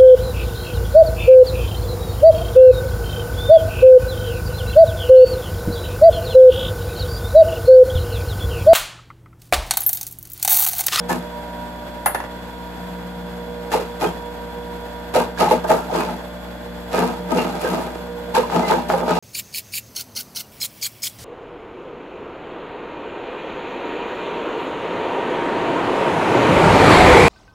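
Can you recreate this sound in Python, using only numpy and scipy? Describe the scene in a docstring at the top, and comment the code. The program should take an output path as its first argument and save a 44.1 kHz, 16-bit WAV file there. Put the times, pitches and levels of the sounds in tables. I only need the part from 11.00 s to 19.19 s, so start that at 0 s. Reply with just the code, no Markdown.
"""Juicer crushing berries

Motor orders hum as wavering sines, the fan hisses as coloured noise, a bearing whine pulses 15.5 times a second.
A dropped spatula bounces on the counter: a sagging slap, a noise clatter, ringing blade and handle modes.
Berries knock the hand-covered feed tube as damped sines and snap as coloured clicks.
On the cutter they burst in rushes of random cracks that drive housing, base and open air, with tube tones on top.
A short kitchen tail follows the blows; stereo synthesis mixes two paths, delaying shared treble on the right."""
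import sys
import numpy as np
from scipy import signal
from scipy.fft import rfft, irfft, next_fast_len
from scipy.io import wavfile

SR = 44100
rng = np.random.default_rng(int(sys.argv[2]) if len(sys.argv) > 2 else 0)


def transcribe(u):
    """Save the signal u as a 16-bit wav file named by the first command-line argument.

    u: samples, shape (n,) or (channels, n), limited to [-1, 1]; the rate is SR.
    q: integer samples, one column per channel.
    """
    v = np.clip(np.atleast_2d(u).T, -1, 1)
    q = np.round(v * 32767).astype(np.int16)
    wavfile.write(sys.argv[1], SR, q)


N = 361179
SIZE = next_fast_len(N + SR)
BINS_HZ = np.maximum(np.arange(SIZE // 2 + 1) * SR / SIZE, 1)
T_S = np.arange(N) / SR
EVENT_S = np.arange(SR // 2) / SR   # half-second clock of one event


def from_db(db):
    """Decibels to amplitude gain."""
    return 10 ** (np.asarray(db) / 20)


def rms_one(x):
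    """Scale to rms 1."""
    return x / np.sqrt(np.mean(x ** 2) + 1e-20)


def in_time(points):
    """Interpolate a (t/s, level/dB) curve at every sample."""
    t_s, level_db = np.transpose(points)
    return np.interp(T_S, t_s, level_db)


def at_hz(points):
    """Interpolate a spectrum over log frequency at every FFT bin."""
    f_hz, value = np.transpose(points)
    return np.interp(np.log(BINS_HZ), np.log(f_hz), value)


def colour(x, spectrum):
    """Minimum-phase filter with the given spectrum, by folding the cepstrum."""
    cepstrum = irfft(np.log(from_db(at_hz(spectrum))), SIZE)
    cepstrum[1:SIZE // 2] *= 2
    cepstrum[SIZE // 2 + 1:] = 0
    response = np.exp(rfft(cepstrum))
    return irfft(rfft(x, SIZE) * response, SIZE)[..., :N]


def drift(rate_hz):
    """Slow random curve of about rms 1: two-pole noise, made at every 40th sample."""
    r = np.exp(-80 * np.pi * rate_hz / SR)
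    noise = rng.standard_normal(N // 40 + 2002)
    slow = signal.lfilter([1], [1, -2 * r, r * r], noise)[2000:]   # settled part
    return np.interp(np.arange(N) / 40, np.arange(len(slow)), rms_one(slow - slow.mean()))


def resonance(x, hz, width_hz):
    """Two-pole bandpass, peak gain 1."""
    r = np.exp(-np.pi * width_hz / SR)
    feed = [(1 - r * r) / 2, 0, (r * r - 1) / 2]
    return signal.lfilter(feed, [1, -2 * r * np.cos(2 * np.pi * hz / SR), r * r], x)


def ringing(drive, peaks, patchy_db):
    """Parallel resonances of alternate sign, unevenly fed; levels hold for white noise of rms 1."""
    out = 0
    for k, (hz, width_hz, level_db) in enumerate(peaks):
        feed = from_db(level_db + patchy_db * drift(9.7)) / np.sqrt(np.pi * width_hz / SR)
        out = out + (-1) ** k * resonance(drive * feed + 1e-18, hz, width_hz)
    return out


def strike(events, modes, spread_db):
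    """Events (t/s, level/dB) set every mode decaying, each at a randomly spread level."""
    out = np.zeros((2, N))
    for start_s, peak_db in events:
        at = round(start_s * SR)
        for hz, level_db, t60_s in modes:
            start_db = peak_db + level_db + spread_db * rng.standard_normal()
            height = from_db(start_db - 60 * EVENT_S / t60_s)
            out[:, at:at + len(EVENT_S)] += height * np.sin(2 * np.pi * hz * EVENT_S)
    return out


def envelope(peak_db, rise_s, hold_s, t60_s):
    """Half-second envelope: squared-ramp rise, hold, exponential fall."""
    fall_s = np.maximum(EVENT_S - rise_s - hold_s, 0)
    return np.minimum(EVENT_S / rise_s, 1) ** 2 * from_db(peak_db - 60 * fall_s / t60_s)


def add(x, start_s, piece):
    """Add a piece into x from start_s on."""
    at = round(start_s * SR)
    x[..., at:at + piece.shape[-1]] += piece[..., :N - at]


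def grains(per_s, spread_db):
    """Random cracks, simultaneous in both paths, with separate sizes and signs; rms 1."""
    born = rng.random(N) < per_s / SR
    sizes = from_db(spread_db * np.minimum(rng.exponential(1, N), 5))
    return rms_one(born * sizes * rng.standard_normal((2, N)))


def tone(hz, level_db, pan_db, lead_rad, waver_db):
    """Stereo sine, wavering in level and phase; pan is left minus right, lead is the right's."""
    turns = hz * T_S + rng.random() + waver_db / 60 * drift(3)
    height = np.sqrt(2) * from_db(level_db + waver_db * drift(15))
    pan = from_db(pan_db * np.array([[.5], [-.5]]))
    return height * pan * np.sin(2 * np.pi * turns + np.array([[0], [lead_rad]]))


# motor tones: f/Hz, rms level/dB, left minus right/dB, right lead/rad
MOTOR_TONES = [(59.9, -40, 2, -.1), (86.1, -57, 4, 0), (119.8, -53, 5, 0), (239.6, -44, 5, .2),
               (300.1, -48, -3, 0), (341.8, -57, 3, -.5), (538.3, -52, 2, .5), (658.8, -49, 4, .1),
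               (736.8, -55, -2, -.4), (1065.2, -58, 9, -.8), (1195.8, -58, -3, .2), (1434.6, -52, -4, .2),
               (1553.5, -54, 1, -.4), (1792.6, -60, -3, 0), (2040.3, -64, -5, .2), (3154.5, -68, -2, -1),
               (4240, -66, -2, -2), (4665, -66, -2, -2)]
# swells of four motor tones: t/s, rms level/dB
THIRD_SWELL = [(0, -35), (1.0, -44), (1.9, -35), (2.6, -38), (3.4, -42), (4.8, -37), (5.4, -42.5),
               (6.2, -34), (7.3, -41.5), (8.19, -32)]
LOW_SWELL = [(0, -38), (.9, -52.5), (1.6, -42.5), (2.25, -40.5), (2.5, -33.5), (3.0, -38), (4.1, -38),
             (5.4, -47.5), (6.2, -35.5), (6.9, -43), (7.15, -31.5), (8.19, -55)]
TENTH_SWELL = [(0, -42), (1.1, -41), (1.6, -51.5), (2.6, -40.5), (3.4, -44.5), (5.0, -39), (5.6, -44.5),
               (6.5, -39), (7.1, -44), (8.19, -35)]
HIGH_SWELL = [(0, -45), (.35, -37), (1.6, -41.5), (2.3, -44), (3.2, -38), (5.0, -45.5), (5.5, -79),
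              (6.0, -40), (7.1, -45.5), (8.19, -41.5)]


def hum():
    """Mains and rotor orders as sines; the lowest is steadiest, four swell and fade."""
    out = tone(*MOTOR_TONES[0], waver_db=.4)
    for row in MOTOR_TONES[1:]:
        out += tone(*row, waver_db=.8)
    # f/Hz, left minus right/dB, right lead/rad, swell
    swelling = [(478.2, -7, -.3, LOW_SWELL), (956.2, -6, -.8, HIGH_SWELL),
                (179.7, 2, -.1, THIRD_SWELL), (597.5, -6, -.1, TENTH_SWELL)]
    for hz, pan_db, lead_rad, curve in swelling:
        out += tone(hz, in_time(curve), pan_db, lead_rad, waver_db=2)
    return out


ROTOR_HZ, FAN_TRIM_DB = 59.76, -0.5
# motor and fan noise before trim: f/Hz, density/(dB per Hz)
FAN_SPECTRUM = [(45, -83.5), (100, -71.5), (220, -68), (370, -70.5), (480, -68), (850, -66.5),
                (1000, -68.5), (1200, -78), (1600, -72.5), (2200, -80), (4400, -85), (6000, -94.5),
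                (8000, -91), (9200, -97.5), (12000, -90), (15500, -99)]


def fan():
    """Air and brush noise, flickering slightly; a part repeats each rotor turn and so sings faint lines."""
    turn_sample = (T_S * ROTOR_HZ % 1 * SR / ROTOR_HZ).astype(int)
    repeating = rng.standard_normal((2, SR))[:, turn_sample]
    noise = rng.standard_normal((2, N)) + .28 * repeating
    gain = np.sqrt(SR / 2) * from_db(FAN_TRIM_DB + drift(21))   # 1 dB flicker
    return gain * colour(noise, FAN_SPECTRUM)


PULSE_HZ, PULSE_START_S, PULSE_T60_S = 15.5, .011, .6
WHINE_HZ, WHINE_WIDTH_HZ, WHINE_RMS_DB = 3401, 170, -52


def bearing():
    """Whine with a side tone three pulse rates away on either hand, plus in-band hiss, pulsing together."""
    since_s = (T_S - PULSE_START_S) % (1 / PULSE_HZ)
    whine = 0
    for k in (-1, 0, 1):
        turns = (WHINE_HZ + 3 * PULSE_HZ * k) * T_S + rng.random((2, 1)) / (2 * np.pi)
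        whine = whine + np.sin(2 * np.pi * turns + 2 * np.pi * rng.random((2, 1)))
    hiss = rng.standard_normal((2, N))
    for _ in range(2):
        hiss = resonance(hiss, WHINE_HZ, WHINE_WIDTH_HZ)
    pulse = from_db(-60 * since_s / PULSE_T60_S)
    return from_db(WHINE_RMS_DB) * rms_one((rms_one(whine) + rms_one(hiss)) * pulse)


STRIKE_RISE_S = .001
SLAP_HZ, SLAP_SAG_HZ, SLAP_SAG_S, SLAP_HOLD_S, SLAP_T60_S = 633, 800, 0.0019, 0.0029, 0.0072
CLATTER_DB, CLATTER_T60_S = 7, 0.048
BLADE_DB, RATTLE_LATE_S = -12.5, .007   # re slap level, after slap
# spatula bounces: t/s, slap level/dB, handle level re slap/dB
BOUNCES = [(1.0597, -9.5, -10), (1.1462, -15, -17.5), (1.2014, -23, -25), (1.238, -27.5, -32)]
# counter filter for the clatter: f/Hz, gain/dB
COUNTER_SPECTRUM = [(200, -10), (500, 4.5), (1000, 2), (1800, 3.5), (2700, -12), (3500, -13), (7400, -20.5),
                    (9000, -42), (15500, -40)]
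# flexing blade modes: f/Hz, level/dB, t60/s
BLADE_MODES = [(800, -12, 0.06), (1400, 1, 0.032), (1770, 0, .06), (2030, -12, 0.067), (2700, -9, 0.08)]
# steel handle modes: f/Hz, level/dB, t60/s
HANDLE_MODES = [(9965, -10, .1), (10036, 0, .2), (10320, -2, .17), (10450, -12, .12), (10900, -17, .15),
                (11952, -7, .14), (13480, -9, .09), (15450, -11, .08)]


def spatula():
    """Each bounce slaps with a sagging note, clatters as noise, rings the handle, then rattles the blade."""
    push, slap = np.zeros(N), np.zeros((2, N))
    note_hz = SLAP_HZ + SLAP_SAG_HZ * np.exp(-EVENT_S / SLAP_SAG_S)
    note = np.sin(2 * np.pi * np.cumsum(note_hz) / SR)
    for start_s, peak_db, _ in BOUNCES:
        add(push, start_s, envelope(peak_db + CLATTER_DB, STRIKE_RISE_S, 0, CLATTER_T60_S))
        add(slap, start_s, envelope(peak_db, STRIKE_RISE_S, SLAP_HOLD_S, SLAP_T60_S) * note)
    clatter = colour(push * rng.standard_normal((2, N)), COUNTER_SPECTRUM)
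    rattles = [(start_s + RATTLE_LATE_S, peak_db + BLADE_DB) for start_s, peak_db, _ in BOUNCES]
    rings = [(start_s, peak_db + ring_db) for start_s, peak_db, ring_db in BOUNCES]
    blade = strike(rattles, BLADE_MODES, spread_db=0)
    handle = strike(rings, HANDLE_MODES, spread_db=4)
    return slap + clatter + blade + handle


KNOCK_RISE_S, KNOCK_ROUGH_RAD = 0.0019, 0.021   # rad: random phase step per sample
KNOCK_HOLD_SHARE, KNOCK_FALL_SHARE = 0.11, 0.55   # hold and t60 re nominal length
# berries knocking the tube wall: t/s, level/dB, f/Hz, nominal length/s
KNOCKS = [(2.715, -31, 1770, .08), (2.737, -11.5, 860, 0.041), (2.749, -12, 475, 0.078),
          (3.01, -35, 2450, 0.093), (3.04, -28, 2510, 0.047), (3.065, -34, 3200, 0.089),
          (3.048, -21, 880, 0.023), (4.153, -6, 566, 0.027), (4.17, -13, 482, 0.12),
          (4.203, -21.5, 946, 0.099), (4.374, -27.5, 1635, 0.053), (4.405, -14, 490, 0.065),
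          (4.478, -16, 870, 0.027), (4.51, -6, 882, 0.043), (4.512, -8, 455, 0.039), (4.7, -14, 854, 0.11),
          (4.77, -34, 1370, 0.16), (4.82, -35, 1370, 0.17), (5.087, -26, 857, .06),
          (5.088, -30, 1330, 0.048), (5.942, -19, 471, 0.076), (5.982, -21, 430, .07),
          (6.361, -17.5, 484, 0.14), (6.643, -14.5, 465, 0.052), (6.665, -19, 467, 0.054),
          (7.356, -20.5, 1634, 0.045), (7.364, -8, 897, 0.026), (7.376, -11, 484, 0.088),
          (7.434, -19, 992, 0.053), (7.625, -34, 2050, 0.31), (7.716, -12.5, 897, 0.058),
          (7.783, -13.5, 807, 0.023), (7.936, -16, 810, 0.054)]


def knocks():
    """Each knock rings the tube at once, slightly rough; the ring holds, then the fruit damps it."""
    out = np.zeros((2, N))
    for start_s, peak_db, hz, length_s in KNOCKS:
        wobble_rad = np.cumsum(rng.standard_normal(len(EVENT_S))) * KNOCK_ROUGH_RAD
        height = envelope(peak_db, KNOCK_RISE_S, KNOCK_HOLD_SHARE * length_s, KNOCK_FALL_SHARE * length_s)
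        add(out, start_s, height * np.sin(2 * np.pi * hz * EVENT_S + wobble_rad))
    return out


# lone skins or seeds snapping: t/s, click level before filter/dB
POPS = [(.103, -4), (4.647, 2), (4.701, 0), (5.009, 12), (5.985, 10), (6.034, 8), (6.387, 7), (6.787, -4),
        (7.5, 6.5), (7.523, 5), (7.72, 16), (7.901, 17), (7.939, 10), (8.005, 4), (8.105, 8)]
# snap filter: f/Hz, gain/dB
POP_SPECTRUM = [(300, -30), (800, 7.5), (1500, 0), (2500, -13.5), (6000, -51), (15500, -27)]


def pops():
    """Each snap is one filtered click of random sign."""
    clicks = np.zeros((2, N))
    for start_s, peak_db in POPS:
        clicks[:, round(start_s * SR)] = from_db(peak_db) * rng.choice([-1, 1])
    return colour(clicks, POP_SPECTRUM)


def wet_cracks(drive, ring_db):
    """Each crack also rings in one of ten pockets of juice or steel, which open and close."""
    dealt = rng.integers(0, 10, N)
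    rings = 0
    for k, hz in enumerate(np.geomspace(1050, 4600, 10)):
        opening = from_db(2.2 * drift(25))
        rings = rings + resonance(drive * (dealt == k) * opening + 1e-18, hz, hz / 38)
    return drive + from_db(ring_db) * rings


BURST_RISE_S, BURST_HOLD_S, BURST_T60_S = .01, 0.015, 0.074
BURST_TUBE_DB, BURST_HOUSING_DB, TUBE_BAND_HZ = -5.5, -11.5, 46
# bursts ringing the tube air: t at end of rise/s, level before path gains/dB, f/Hz
BURSTS = [(0.097, -12.5, 874), (0.102, -20, 1742), (.11, -18, 381), (2.735, -10.5, 555), (2.797, -20, 453),
          (3.035, -11, 423), (3.025, -14.5, 800), (4.159, -12, 470), (4.23, -26, 957), (4.41, -9, 721),
          (4.425, -32, 448), (4.459, -12.5, 870), (4.525, -31, 832), (4.697, -7, 645), (4.718, -8.5, 480),
          (4.779, -19, 852), (4.899, -18, 818), (4.927, -13, 458), (4.989, -19, 830), (4.999, -28, 2530),
          (5.063, -33, 764), (5.932, -21, 458), (5.95, -26, 2470), (5.981, -34, 864), (6.029, -19, 709),
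          (6.385, -15, 466), (6.384, -21.5, 2780), (6.54, -21.5, 775), (6.651, -21.5, 1580),
          (6.781, -21, 340), (7.345, -12, 888), (7.39, -16, 457), (7.521, -15, 779), (7.545, -11.5, 494),
          (7.615, -16, 657), (7.702, -7.5, 876), (7.73, -10, 508), (7.754, -21, 885), (7.9, -14, 712),
          (7.933, -14, 518), (8.096, -16.5, 631), (8.163, -18, 483)]


def tube_bursts():
    """Tube-air tones, tuned by fruit and hand, of wandering phase; also the power they put on the housing."""
    tube, housing_power = np.zeros((2, N)), np.zeros(N)
    step_rad = np.sqrt(2 * np.pi * TUBE_BAND_HZ / SR)
    for crest_s, peak_db, hz in BURSTS:
        start_s = crest_s - BURST_RISE_S
        burst = envelope(peak_db, BURST_RISE_S, BURST_HOLD_S, BURST_T60_S)
        wander_rad = np.cumsum(rng.standard_normal((2, SR // 2)), axis=1) * step_rad
        note = np.sin(2 * np.pi * hz * EVENT_S + wander_rad)
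        add(tube, start_s, from_db(BURST_TUBE_DB) * burst * note)
        add(housing_power, start_s, (from_db(BURST_HOUSING_DB) * burst) ** 2)
    return tube, housing_power


BASE_LAG_S, SPLIT_HZ = 0.013, 5000   # heavy base responds late; spray lies above the split
# berries ground up: t/s, rise/s, hold/s, t60/s,
# crack force on housing/dB, on base/dB, on open air/dB, spray re air/dB
CRUSHES = [(0.077, 0.019, 0.0046, 0.3, -27, -22.5, -16, 4.5),
           (2.695, 0.027, 0.016, 0.4, -24.5, -22.5, -14, -1),
           (2.986, 0.021, 0.031, 0.36, -25.5, -25, -20, 0.5), (4.13, 0.019, 0.012, 0.29, -15, -22, -11, -1),
           (4.356, 0.044, 0.012, 0.42, -18.5, -19.5, -13, -3), (4.48, 0.023, 0.021, 0.2, -19, -22, -15, -1),
           (4.632, .008, 0.0071, 0.1, -21.5, -29, -37, 9), (4.654, 0.038, 0.012, 0.52, -22, -21, -17, 2.5),
           (4.876, 0.076, 0.038, 0.62, -20.5, -22.5, -18, -2.5),
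           (5.883, 0.058, 0.063, 0.62, -21.5, -21, -19, -2), (6.245, 0.073, 0.03, 0.2, -25, -19, -29, 2),
           (6.329, 0.036, 0.014, 1, -22, -20.5, -18.5, -3), (6.572, 0.048, 0.12, 0.98, -25, -26, -22, -0.5),
           (7.329, 0.025, 0.015, 0.3, -18.5, -21.5, -12, -2),
           (7.418, 0.13, 0.075, 0.7, -22.5, -22.5, -21, -10),
           (7.646, 0.039, 0.018, 0.45, -22, -19, -14.5, -6),
           (7.876, 0.016, 0.031, 0.77, -22, -23.5, -20.5, -1),
           (8.02, 0.064, 0.089, .5, -24, -24.5, -19, -9)]
# housing resonances: f/Hz, width/Hz, level/dB
HOUSING_PEAKS = [(426, 135, -1.5), (475, 75, -1), (654, 72, -6), (807, 30, -8), (870, 29, -6),
                 (967, 86, -8), (1223, 115, -11), (1370, 130, -13.5), (1580, 33, -18)]
# base resonances: f/Hz, width/Hz, level/dB
BASE_PEAKS = [(176, 14.3, -8.5), (241.3, 11.7, -9), (343, 25, -12)]
# open-air crackle filter: f/Hz, gain/dB
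CRACKLE_SPECTRUM = [(600, -32), (1100, 1.5), (1600, -9), (2150, -7.5), (2700, -5.5), (3100, -11),
                    (4200, -9.5), (6000, -15.5), (8000, -15), (11000, -14), (15500, -25)]


def berries():
    """Dense cracks drive housing, base and open air, over the tube tones; powers of all berries add."""
    cracks = grains(per_s=900, spread_db=3.5)
    power = np.zeros((4, N))   # housing, base, air, spray
    for start_s, rise_s, hold_s, t60_s, housing_db, base_db, air_db, spray_db in CRUSHES:
        path_gain = from_db([[housing_db], [base_db], [air_db], [air_db + spray_db]])
        add(power, start_s, (path_gain * envelope(0, rise_s, hold_s, t60_s)) ** 2)
    tube, burst_power = tube_bursts()
    power[0] += burst_power
    keep = np.exp(-1 / (BASE_LAG_S * SR))
    power[1] = signal.lfilter([1 - keep], [1, -keep], power[1])
    push, shake, snap, spit = np.sqrt(power)
    boom = tube + ringing(push * cracks, HOUSING_PEAKS, patchy_db=1.5)
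    thud = ringing(shake * cracks, BASE_PEAKS, patchy_db=0)
    snaps = snap * from_db(1.5 * drift(30)) * grains(per_s=3000, spread_db=2.5)
    crackle = colour(wet_cracks(snaps, ring_db=6), CRACKLE_SPECTRUM)
    spray = signal.sosfilt(signal.butter(2, SPLIT_HZ, "high", fs=SR, output="sos"), crackle)
    return boom + thud + crackle + (spit / (snap + 1e-9) - 1) * spray


KITCHEN_T60_S, KITCHEN_RISE_S, KITCHEN_DB = 0.18, 0.0062, -8.5


def kitchen(x):
    """Short, dull diffuse tail: convolution with decaying noise, separate for each path."""
    tail = rng.standard_normal((2, len(EVENT_S))) * from_db(-60 * EVENT_S / KITCHEN_T60_S)
    tail *= np.minimum(EVENT_S / KITCHEN_RISE_S, 1)
    tail = signal.lfilter([1], [1, -.6], tail)
    tail /= np.sqrt(np.sum(tail ** 2, axis=1, keepdims=True))
    return from_db(KITCHEN_DB) * signal.fftconvolve(x, tail, axes=1)[:, :N]


LAG_FROM_HZ, LAG_TURN_HZ = 6400, 5600   # above the first, right lags one more cycle per LAG_TURN_HZ
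# share of the left path in the right channel: f/Hz, share/(-1 to 1)
LIKENESS = [(60, .99), (130, .97), (230, .93), (400, .68), (800, .42), (1500, .42), (2700, .05),
            (4500, -.3), (5800, .1), (7500, .7), (8800, .995), (16000, .995)]
# channel balance: f/Hz, left minus right/dB
BALANCE = [(60, 27), (120, -6.5), (260, 9), (340, 0), (600, 0), (1500, -0.5), (5000, -2.5), (8000, 7.5),
           (16000, -2)]


def stereo(paths):
    """Stereo synthesis: right takes part of the left, delayed in the treble, plus part of the second path."""
    left, other = rfft(paths, SIZE)
    alike = np.clip(at_hz(LIKENESS), -1, 1)
    lag_turns = np.maximum(BINS_HZ - LAG_FROM_HZ, 0) / LAG_TURN_HZ
    right = alike * np.exp(-2j * np.pi * lag_turns) * left + np.sqrt(1 - alike ** 2) * other
    tilt = from_db(at_hz(BALANCE) / 2)
    return irfft(np.array([left * tilt, right / tilt]), SIZE)[:, :N]


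def scene():
    """Motor, spatula and fruit in the kitchen; all blows are cut below 135 Hz (small housing)."""
    blows = spatula() + knocks() + pops() + berries()
    hits = signal.sosfilt(signal.butter(4, 135, "high", fs=SR, output="sos"), blows)
    return hum() + stereo(fan() + bearing() + hits + kitchen(hits))


def record(dry):
    """Round peaks by tanh; cut rumble below 45 Hz and treble above 15.75 kHz."""
    rounded = np.tanh(dry)
    no_rumble = signal.sosfilt(signal.butter(4, 45, "high", fs=SR, output="sos"), rounded)
    return signal.sosfilt(signal.ellip(12, .5, 80, 15750, fs=SR, output="sos"), no_rumble)


dry = scene()
out = record(dry)
transcribe(out)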